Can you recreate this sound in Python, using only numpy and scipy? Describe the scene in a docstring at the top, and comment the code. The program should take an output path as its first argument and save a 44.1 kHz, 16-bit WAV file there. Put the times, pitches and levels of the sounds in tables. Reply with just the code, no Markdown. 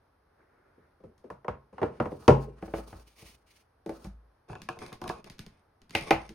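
"""A lidded storage box of ink bottles is tipped onto its base on a craft table, each impact exciting
damped modes of its panels and the table top. A tape dispenser is pushed aside with soft bumps.
The lid slides off with a frictional hiss and is set down; a plastic bag rustles and snaps, the
contents tap, and a small hand tool drops with two clacks. Sleeves brush and fingernails tick.
A phone above the table hears it in a small, quiet room."""
import sys
import numpy as np
from scipy import signal
from scipy.fft import rfft, irfft, next_fast_len
from scipy.io import wavfile
from scipy.ndimage import uniform_filter1d

SR = 44100
rng = np.random.default_rng(int(sys.argv[2]) if len(sys.argv) > 2 else 0)


def generate_wav(sig):
    """Save sig (samples, or channels by samples) to the path in sys.argv[1] as 16-bit PCM at SR."""
    pcm = np.round(np.clip(np.atleast_2d(sig).T, -1, 1) * 32767).astype(np.int16)
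    wavfile.write(sys.argv[1], SR, pcm)


N = 279713
RING_SAMPLES = 32768

# Spectra of the noises and of the struck objects: (frequency [Hz], relative level [dB])
ROOM_SPECTRUM = [(15, -40.5), (25, -12), (76, 1), (180, -11), (451, -10.5), (695, -13.5), (775, -11),
                 (1400, -15), (1790, -20.5), (2480, -29), (2840, -32.5), (5570, -35.5), (7110, -47.5),
                 (10400, -38), (16000, -45.5)]
CLOTH_SPECTRUM = [(100, -8.5), (400, 11.5), (900, -3), (1450, 5.5), (2200, -5), (3000, -22.5), (6000, -30),
                  (12000, -35)]
SNAP_SPECTRUM = [(200, 7), (700, -15), (1500, -13.5), (3000, -14), (5000, -10), (10000, -16), (15000, -21)]
BAG_SPECTRUM = [(710, -58), (1200, -37), (1640, 6.5), (1870, 1), (2150, 12.5), (3950, -5), (5840, -2.5),
                (7490, -31), (8530, -7.5), (16000, -31.5)]
CARD_SPECTRUM = [(700, -34), (1300, -6), (2200, 4), (3500, -3), (5800, -4), (9500, -8.5), (13000, -14),
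                 (16000, -4.5)]
OPEN_BOX_SPECTRUM = [(40, -24.5), (130, 0.5), (290, -3), (370, 3.5), (570, -3), (750, -5.5), (1100, -4),
                     (1300, -12), (1550, -9.5), (2050, -37), (2550, -9.5), (3100, -25.5), (5500, -32),
                     (15000, -51.5)]
TOOL_SPECTRUM = [(40, -16), (130, -0.5), (250, -2), (430, -5.5), (560, -5), (800, 8.5), (1000, -3.5),
                 (1200, -4.5), (1700, -12.5), (2050, -8), (2750, -10), (3400, -16.5), (5200, -11.5),
                 (15000, -17.5)]
LID_SPECTRUM = [(35, -54), (55, -18.5), (100, -20.5), (190, -3.5), (330, -6.5), (650, 2), (900, -6),
                (1200, -2.5), (1800, -10), (5500, -23.5), (10000, -33), (15000, -10)]
PANEL_SPECTRUM = [(35, -19.5), (70, 2.5), (200, -3.5), (500, -3), (690, -8.5), (1050, -8.5), (1700, -13),
                  (2750, -18), (3500, -27), (5700, -29), (7000, -34.5), (10000, -37), (15000, -53)]
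BASE_SPECTRUM = [(35, -17), (70, -8.5), (140, -2.5), (250, -6), (400, -1.5), (580, -4.5), (690, -15.5),
                 (800, -3.5), (1100, -15.5), (1700, -18), (2750, -12.5), (3500, -23.5), (5700, -21),
                 (10000, -30.5), (15000, -47.5)]
# Stereo width: (frequency [Hz], side gain relative to mid [dB])
STEREO_WIDTH = [(50, -41.5), (140, -30), (300, -11.5), (600, 0.5), (1300, -5.5), (2600, -3.5), (5000, 0.5),
                (10000, -12.5)]
# Microphone ports, a treble notch with a slight sheen above it: (frequency [Hz], gain [dB])
PORT_RESPONSE = [(7000, 0), (7600, -13), (8200, 1.5), (9700, 3), (12000, 0.5), (15500, -5)]

# Normal modes of each object: (frequency [Hz], relative level [dB], decay time T60 [s])
TABLE_MODES = [(55, -21, .6), (56.76, -30, 0.15)]
DISPENSER_MODES = [(365.5, 0, 0.17), (450, -11, 0.14), (518, 9, 0.075), (686, -16, 0.035)]
OPEN_BOX_MODES = [(346, 3.5, 0.12), (397, 0, 0.075), (463, -5, 0.25), (740, -1, 0.12), (921, -7.5, 0.086),
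                  (1117, -9, 0.033), (1155, -4.5, 0.064), (1398, -15, 0.11), (1688, -0.5, 0.038),
                  (2410, -9, 0.028)]
TOOL_MODES = [(860, 11.5, 0.032), (2074, -7, 0.12), (2074, -20, 0.12), (2480, -17, 0.16),
              (2500, -16.5, 0.18), (2490, -28, 0.092), (2730, -36, 0.18)]
LID_MODES = [(83.3, -21.5, 0.214), (183.5, -1, 0.058), (327.2, 5, 0.19), (444, 8, 0.095), (502, -5, 0.24),
             (559.3, 3, 0.18), (671, 1.5, 0.13), (770, 7, 0.11), (879, 1, 0.14), (1150, -31, 0.062)]
BOX_MODES = [(93.4, -7, 0.19), (136.3, -7.5, 0.37), (219, -27.5, 0.52), (307, -6.5, .1), (332, -12, 0.13),
             (365.6, -1, 0.04), (362, 3, 0.033), (472.3, -5, 0.17), (499.8, -6.5, .2), (590, -7, 0.16),
             (617, -17.5, 0.2), (760, -7, 0.12), (965, -13, 0.22), (1071.2, -22, 0.36),
             (1260, -29.5, 0.052), (1290, -18.5, .15), (1392, -12.5, .15)]

# Centres and edges of the five registers, thump, body, clack, click and tick: (frequency [Hz])
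REGISTER_HZ = [90, 400, 1050, 2400, 8000]
REGISTER_EDGES_HZ = [35, 200, 700, 1800, 5000, 16000]
# Register levels relative to a light snap's level: (clack [dB], click [dB], tick [dB])
NAIL_BALANCE = [-4.5, 0, 0]
SNAP_BALANCE = [-7, 0, -6]
# The same relative to a blow's strength: (thump [dB], body [dB], clack [dB], click [dB], tick [dB])
DISPENSER_BALANCE = [-10.5, -0.5, -18, -32, -40]
CONTENT_BALANCE = [-3, -1, 2.5, -12.5, -25.5]
TOOL_BALANCE = [-12, 0.5, 1, -5, -21.5]
LID_BALANCE = [-3.5, 0, -4.5, -16, -36.5]
BOX_BALANCE = [-8.5, 0.5, -2, -17, -36]
BASE_BALANCE = [-7.5, -1.5, -6, -19, -28.5]

# Envelope of the brushing sleeves: (time [s], level [dB])
SLEEVE_ENVELOPE = [(.05, -105), (.28, -78), (.4, -68.5), (.85, -71), (1.05, -87), (1.5, -94)]
# Ticks of fingernails and card edges, and snaps of the bag: (time [s], relative level [dB])
NAIL_TICKS = [(1.179, -80), (1.302, -73.5), (2.382, -77.5), (2.997, -73.5), (3.861, -67), (3.893, -64.5),
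              (4.044, -63.5)]
BAG_SNAPS = [(4.618, -53.5), (4.789, -56), (4.863, -56.5), (4.928, -54), (5.016, -55), (5.04, -56.5),
             (5.078, -48), (5.092, -47.5), (5.243, -58.5), (5.299, -55), (5.383, -66.5), (5.392, -50.5),
             (5.464, -58.5), (5.817, -68), (5.895, -62), (5.907, -56), (6.01, -51.5), (6.292, -55.5)]
# Rubbing of plastic and of card: (time [s], duration [s], relative hiss [dB], relative rumble [dB])
BAG_STROKES = [(4.48, 0.085, -66.5, -44), (4.7, 0.14, -72, -52), (4.8, .14, -61, -45.5),
               (4.99, 0.19, -69, -47), (5.255, 0.036, -65, -47.5), (5.38, 0.041, -68, -77),
               (5.51, 0.067, -76, -76), (5.92, 0.18, -57, -46), (6.18, .12, -63, -53)]
CARD_STROKES = [(1.72, 0.43, -80, -56), (2.0, 0.17, -67, -60.5), (2.17, 0.25, -66, -53.5),
                (2.36, 0.29, -83, -61), (2.61, 0.39, -66, -53.5), (2.72, 0.047, -56.5, -55),
                (2.87, 0.034, -53.5, -47), (3.0, .19, -67.5, -69), (3.17, 0.15, -56.5, -57.5),
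                (3.46, 0.11, -62.5, -81), (3.91, 0.16, -66.5, -54.5)]
# The lid's weight coming to rest on the table: (time [s], peak level [dB])
TABLE_THUDS = [(4.068, -36.5)]
# Blows: (time [s], relative strength [dB], weight added to thump [dB], hardness added to treble [dB])
DISPENSER_BUMPS = [(0.776, -58, -1.5, -15), (1.002, -60, 4, 6.5), (1.037, -47, 2.5, 2),
                   (1.24, -45, -10, 0.5), (1.728, -51.5, 5, 8)]
CONTENT_TAPS = [(4.498, -49.5, 11.5, -7), (4.53, -51.5, 10, 2), (4.553, -53.5, 5, 9.5),
                (4.688, -40.5, -4.5, 10.5), (4.77, -53, 1, -15), (4.818, -48.5, -4, -4.5),
                (4.92, -52.5, 3, -5), (5.016, -43, -1, -11), (5.039, -44.5, -12, -9), (5.058, -44, -9, -12),
                (5.097, -36.5, -6.5, 0)]
TOOL_DROPS = [(5.95, -34, 8, 11.5), (6.107, -21.5, 0.5, 0)]
LID_BUMPS = [(2.625, -37.5, 3, -2.5), (2.678, -44.5, -8, -3), (2.737, -29.5, -3.5, -2.5),
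             (2.782, -38, -10.5, -4.5), (2.927, -50, 9, 5), (3.225, -56, 9.5, -3),
             (3.861, -35, -7.5, -10.5), (3.892, -33.5, -6.5, -5.5), (4.046, -50, 11, 3),
             (6.302, -47.5, -2, -32)]
BOX_KNOCKS = [(1.301, -46, -2, 3.5), (1.445, -46, -13, -1), (1.481, -35, 2.5, 3.5), (1.781, -49.5, -6, 7),
              (1.816, -28.5, -2.5, -7), (1.829, -28.5, -1.5, -2), (2.0, -28, 3.5, -1),
              (2.056, -37.5, 2.5, -2), (2.118, -39, 2, -10), (2.147, -48, 0, -14), (2.222, -64, -1.5, 4.5),
              (2.469, -44, -21, -26)]
BOX_LANDING = [(2.279, -8.5, -3, -2.5)]


def undb(db):
    """Amplitude ratio of a level in decibels."""
    return 10 ** (np.asarray(db) / 20)


def rms(x):
    """Root-mean-square amplitude."""
    return np.sqrt(np.mean(x ** 2)) + 1e-12


def band(x, lo, hi):
    """Causal Butterworth band-pass."""
    return signal.sosfilt(signal.butter(3, [lo, hi], "bandpass", fs=SR, output="sos"), x)


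def colour(x, points):
    """Minimum-phase filtering through (frequency [Hz], gain [dB]) points."""
    size = 2 * next_fast_len(x.shape[-1] // 2 + 1)
    hz, db = np.transpose(points)
    bin_hz = np.arange(size // 2 + 1) * SR / size
    gain = undb(np.interp(np.log(bin_hz + 1), np.log(hz), db))
    cepstrum = irfft(np.log(gain))
    cepstrum[1:size // 2] *= 2  # folding the cepstrum makes the filter causal
    cepstrum[size // 2 + 1:] = 0
    return irfft(rfft(x, size) * np.exp(rfft(cepstrum)), size)[..., :x.shape[-1]]


def stereo(mid, side):
    """Interchannel coherence: left and right are alike in the bass, further apart above it."""
    side = colour(side, STEREO_WIDTH)
    return np.array([mid + side, mid - side])


def fade(t, t60):
    """Exponential damping: 60 dB in t60 seconds."""
    return np.exp(-np.log(1000) * t / t60)


def wander(changes_per_s):
    """Slow random modulation of unit RMS."""
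    hold = int(SR / changes_per_s)
    steps = np.repeat(rng.standard_normal(N // hold + 1), hold)
    drift = uniform_filter1d(steps, hold)[:N]
    return drift / rms(drift)


def add(out, start_s, sound):
    """Superposition of a sound at its onset time."""
    i = int(start_s * SR)
    out[:, i:i + sound.shape[1]] += sound[:, :N - i]


def flutter(x, round_trip_s=0.0047, trip_db=-14):
    """Flutter echo: repeated reflection between the table top and the surface above it."""
    size = 2 * next_fast_len(x.shape[-1] // 2 + 1)
    delay = np.exp(-2j * np.pi * np.arange(size // 2 + 1) * SR / size * round_trip_s)
    return irfft(rfft(x, size) / (1 - undb(trip_db) * delay), size)[..., :x.shape[-1]]


def clatter(t, t60, room_db):
    """Modal overlap: dense modes merge into noise whose lows outlast its highs; settings hold at 1 kHz."""
    out = 0
    noise = rfft(rng.standard_normal((2, len(t))))
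    bin_hz = np.arange(noise.shape[1]) * SR / len(t)
    octave = np.log2(np.clip(bin_hz, 62.5, 16000) / 62.5)
    for k, room_t60 in enumerate(np.linspace(0.42, 0.16, 9)):
        hz = 62.5 * 2 ** k
        octave_noise = irfft(noise * np.maximum(1 - abs(octave - k), 0))
        direct = fade(t, t60 * (1000 / hz) ** 0.553) * (1 - np.exp(-t * hz))
        room = undb(room_db) * (1000 / hz) ** .1 * fade(t, room_t60) * (1 - np.exp(-t / .006))
        envelope = np.hypot([direct, 0.55 * direct], room)  # mid and side: the direct sound is narrow
        out = out + octave_noise * envelope * (hz / 1000) ** 0.28
    return stereo(*out)


def ring(t, modes):
    """Free vibration: damped sinusoids, a little different at each blow, spread into the room."""
    out, spread = 0, 1 - 0.9 * np.exp(-t / .05)
    for k, (hz, db, t60) in enumerate(modes):
        detune, excitation, side_gain, side_phase = rng.standard_normal(4)
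        phase = 2 * np.pi * hz * (1 + 0.0029 * detune) * t
        build = 1 - np.exp(-t * hz / 0.53)
        amplitude = (-1) ** k * undb(db + 1.1 * excitation) * fade(t, t60) * build
        side = spread * side_gain * np.sin(phase + np.pi * side_phase)
        out = out + amplitude * np.array([np.sin(phase), side])
    return stereo(*out)


def voice(blow, levels_db, attack_s=.025):
    """Spectral balance: the contact sets each register's attack level; snaps use only the upper ones."""
    registers = list(zip(REGISTER_HZ, REGISTER_EDGES_HZ, REGISTER_EDGES_HZ[1:]))[-len(levels_db):]
    for _ in range(2):  # two passes, since the bands overlap
        attack = blow[:, :int(attack_s * SR)].mean(axis=0)
        gains = [(hz, db - 20 * np.log10(rms(band(attack, lo, hi))))
                 for (hz, lo, hi), db in zip(registers, levels_db)]
        blow = colour(blow, gains)
    return blow


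def blow_levels(balance, knee_hz, strength_db, weight_db, hardness_db):
    """Impact spectrum: weight feeds the thump; hardness takes effect over the octave above the knee."""
    treble = np.clip(np.log2(np.array(REGISTER_HZ) / knee_hz), 0, 1)
    thump = np.arange(len(REGISTER_HZ)) == 0
    return strength_db + np.array(balance) + weight_db * thump + hardness_db * treble


def knocks(rows, modes, spectrum, balance, modes_db, t60, room_db, gain_db, contact_s, pan_db,
           knee_hz=420):
    """Impact excitation: each blow sounds an object's distinct modes and the clatter of its panels."""
    out, t = np.zeros((2, N)), np.arange(RING_SAMPLES) / SR
    push = 1 - np.exp(-t / contact_s)  # the force builds while the surfaces give
    for start_s, *contact in rows:
        dense = colour(flutter(push * clatter(t, t60, room_db)), spectrum)
        clear = ring(t, modes)
        blow = dense / rms(dense) + undb(modes_db) * clear / rms(clear)
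        add(out, start_s, voice(blow, blow_levels(balance, knee_hz, *contact)))
    return out * undb(gain_db + np.array([[pan_db / 2], [-pan_db / 2]]))


def clicks(rows, balance, t60, room_db, gain_db):
    """Brief impulses have broad spectra: bright snaps, too light to move the box."""
    out, t = np.zeros((2, N)), np.arange(RING_SAMPLES // 2) / SR
    for start_s, db in rows:
        snap = clatter(t, t60, room_db) * (1 - np.exp(-t / 0.00015))
        snap = colour(flutter(snap), SNAP_SPECTRUM)
        add(out, start_s, voice(snap, db + np.array(balance)))
    return out * undb(gain_db)


def strokes(starts_s, lengths_s, levels_db, attack_s, release_t60):
    """Incoherent summation: strokes swell, hold and decay, adding in power."""
    now, power = np.arange(N) / SR, 0
    for start_s, length_s, db in zip(starts_s, lengths_s, levels_db):
        swell = np.clip((now - start_s) / attack_s, 0, 1)
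        release = fade(np.maximum(now - start_s - length_s, 0), release_t60)
        power = power + (undb(db) * swell * release) ** 2
    return np.sqrt(power)


def rubbing(rows, surface, walls, slips_per_s, spread_db, smooth, hiss_db, rumble_db, attack_s, hiss_t60):
    """Stick-slip friction: tiny random slips hiss at the surface and shake the box walls."""
    t = np.arange(RING_SAMPLES // 2) / SR
    slips = rng.random(N) < slips_per_s / SR
    slips = slips * undb(spread_db * np.minimum(rng.exponential(size=N), 4)) * rng.choice([-1, 1], N)
    grains = signal.fftconvolve(slips[None], clatter(t, t60=0.0064, room_db=-17.5), axes=1)[:, :N]
    force = flutter(grains / rms(grains) + smooth * stereo(*rng.standard_normal((2, N))))
    hiss, rumble = colour(force, surface), colour(force, walls)
    hiss /= rms(band(hiss, 3000, 15000))
    rumble /= rms(band(rumble, 300, 1800))
    starts_s, lengths_s, hiss_levels, rumble_levels = np.transpose(rows)
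    hiss *= strokes(starts_s, lengths_s, hiss_db + hiss_levels, attack_s, hiss_t60)
    rumble *= strokes(starts_s, lengths_s, rumble_db + rumble_levels, attack_s, release_t60=.25)
    hand_pressure = undb(3.5 * wander(55))
    return (hiss + rumble) * hand_pressure


def room_tone(level_db=-69):
    """Ambient noise: faint, dull and nearly stationary."""
    air = colour(stereo(*rng.standard_normal((2, N))), ROOM_SPECTRUM)
    return air / rms(air) * undb(level_db + .6 * wander(7))


def sleeves(flicker_db=2):
    """Friction noise: cloth brushes softly as the arms reach forward."""
    cloth = colour(stereo(*rng.standard_normal((2, N))), CLOTH_SPECTRUM)
    level_db = np.interp(np.arange(N) / SR, *np.transpose(SLEEVE_ENVELOPE))
    return cloth / rms(cloth) * undb(level_db + flicker_db * wander(23))


def nail_ticks():
    """Light impacts of fingernails and card edges radiate short ticks."""
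    return clicks(NAIL_TICKS, NAIL_BALANCE, t60=0.05, room_db=-10, gain_db=0.5)


def bag_snaps():
    """Impulsive radiation from snapping plastic film."""
    return clicks(BAG_SNAPS, SNAP_BALANCE, t60=0.026, room_db=-17, gain_db=-1)


def bag_rustle():
    """Sparse, uneven frictional slips of plastic drive the open box."""
    return rubbing(BAG_STROKES, BAG_SPECTRUM, OPEN_BOX_SPECTRUM, slips_per_s=200, spread_db=3,
                   smooth=0.24, hiss_db=-3, rumble_db=-7, attack_s=0.019, hiss_t60=0.18)


def card_slide():
    """Sliding friction of card on the mat and lid on box: dense, equal slips."""
    return rubbing(CARD_STROKES, CARD_SPECTRUM, PANEL_SPECTRUM, slips_per_s=800, spread_db=0,
                   smooth=0.76, hiss_db=-1.5, rumble_db=-6, attack_s=0.029, hiss_t60=0.21)


def table_thuds(lid_mode=(192, -12.5, 0.14)):
    """A soft impact excites only low modes: those of the table top and one of the lid."""
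    out, t = np.zeros((2, N)), np.arange(RING_SAMPLES) / SR
    for start_s, db in TABLE_THUDS:
        thud = ring(t, TABLE_MODES + [lid_mode])
        add(out, start_s, thud / abs(thud).max() * undb(db))
    return out


def dispenser_bumps():
    """Compliant contact: the force rises slowly and the tape dispenser bumps dully."""
    return knocks(DISPENSER_BUMPS, DISPENSER_MODES, PANEL_SPECTRUM, DISPENSER_BALANCE,
                  modes_db=-6.5, t60=0.044, room_db=-14.5, gain_db=-1, contact_s=0.0042, pan_db=1.5)


def content_taps():
    """Resonance of the open box gives the taps of its contents a hollow ring."""
    return knocks(CONTENT_TAPS, OPEN_BOX_MODES, OPEN_BOX_SPECTRUM, CONTENT_BALANCE, knee_hz=886,
                  modes_db=0.5, t60=0.035, room_db=-17.5, gain_db=-.5, contact_s=0.00012, pan_db=0.3)


def tool_drops():
    """Collision: the falling tool excites its own modes with those of lid and table."""
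    return knocks(TOOL_DROPS, LID_MODES + TOOL_MODES + TABLE_MODES, TOOL_SPECTRUM, TOOL_BALANCE,
                  knee_hz=1026, modes_db=2, t60=0.043, room_db=-16, gain_db=0.5, contact_s=0.0011,
                  pan_db=0.5)


def lid_bumps():
    """Panel vibration of the lid as it is lifted, set down and jostled by the tool."""
    return knocks(LID_BUMPS, LID_MODES + TABLE_MODES, LID_SPECTRUM, LID_BALANCE,
                  modes_db=0, t60=0.046, room_db=-13, gain_db=-2, contact_s=0.00049, pan_db=0.6)


def tipping_box():
    """Modal response of box and table: knocks while it tips, a full ring as it lands on its base."""
    modes = BOX_MODES + TABLE_MODES
    tipping = knocks(BOX_KNOCKS, modes, PANEL_SPECTRUM, BOX_BALANCE,
                     modes_db=-4, t60=.048, room_db=-16.5, gain_db=0.5, contact_s=0.00092, pan_db=0)
    landing = knocks(BOX_LANDING, modes, BASE_SPECTRUM, BASE_BALANCE,
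                     modes_db=-0.5, t60=0.052, room_db=-15.5, gain_db=-1, contact_s=0.00054, pan_db=0.5)
    return tipping + landing


def scene():
    """Linear superposition of impacts, handling noise and the quiet room."""
    impacts = tipping_box() + dispenser_bumps() + lid_bumps() + tool_drops() + content_taps()
    handling = table_thuds() + bag_snaps() + nail_ticks() + card_slide() + bag_rustle() + sleeves()
    return impacts + handling + room_tone()


def record(dry, right_lag_samples=.5, cutoff_hz=16000):
    """Filtering and path delay: the phone's ports colour the treble, the right one lying further off."""
    left, right = colour(dry, PORT_RESPONSE)
    size = 2 * next_fast_len(N // 2 + 1)
    delay = np.exp(-2j * np.pi * np.arange(size // 2 + 1) / size * right_lag_samples)
    heard = np.array([left, irfft(rfft(right, size) * delay, size)[:N]])
    low_pass = signal.ellip(8, .2, 70, cutoff_hz, fs=SR, output="sos")
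    return signal.sosfilt(low_pass, np.clip(heard, -1, 1))


dry = scene()
out = record(dry)
generate_wav(out)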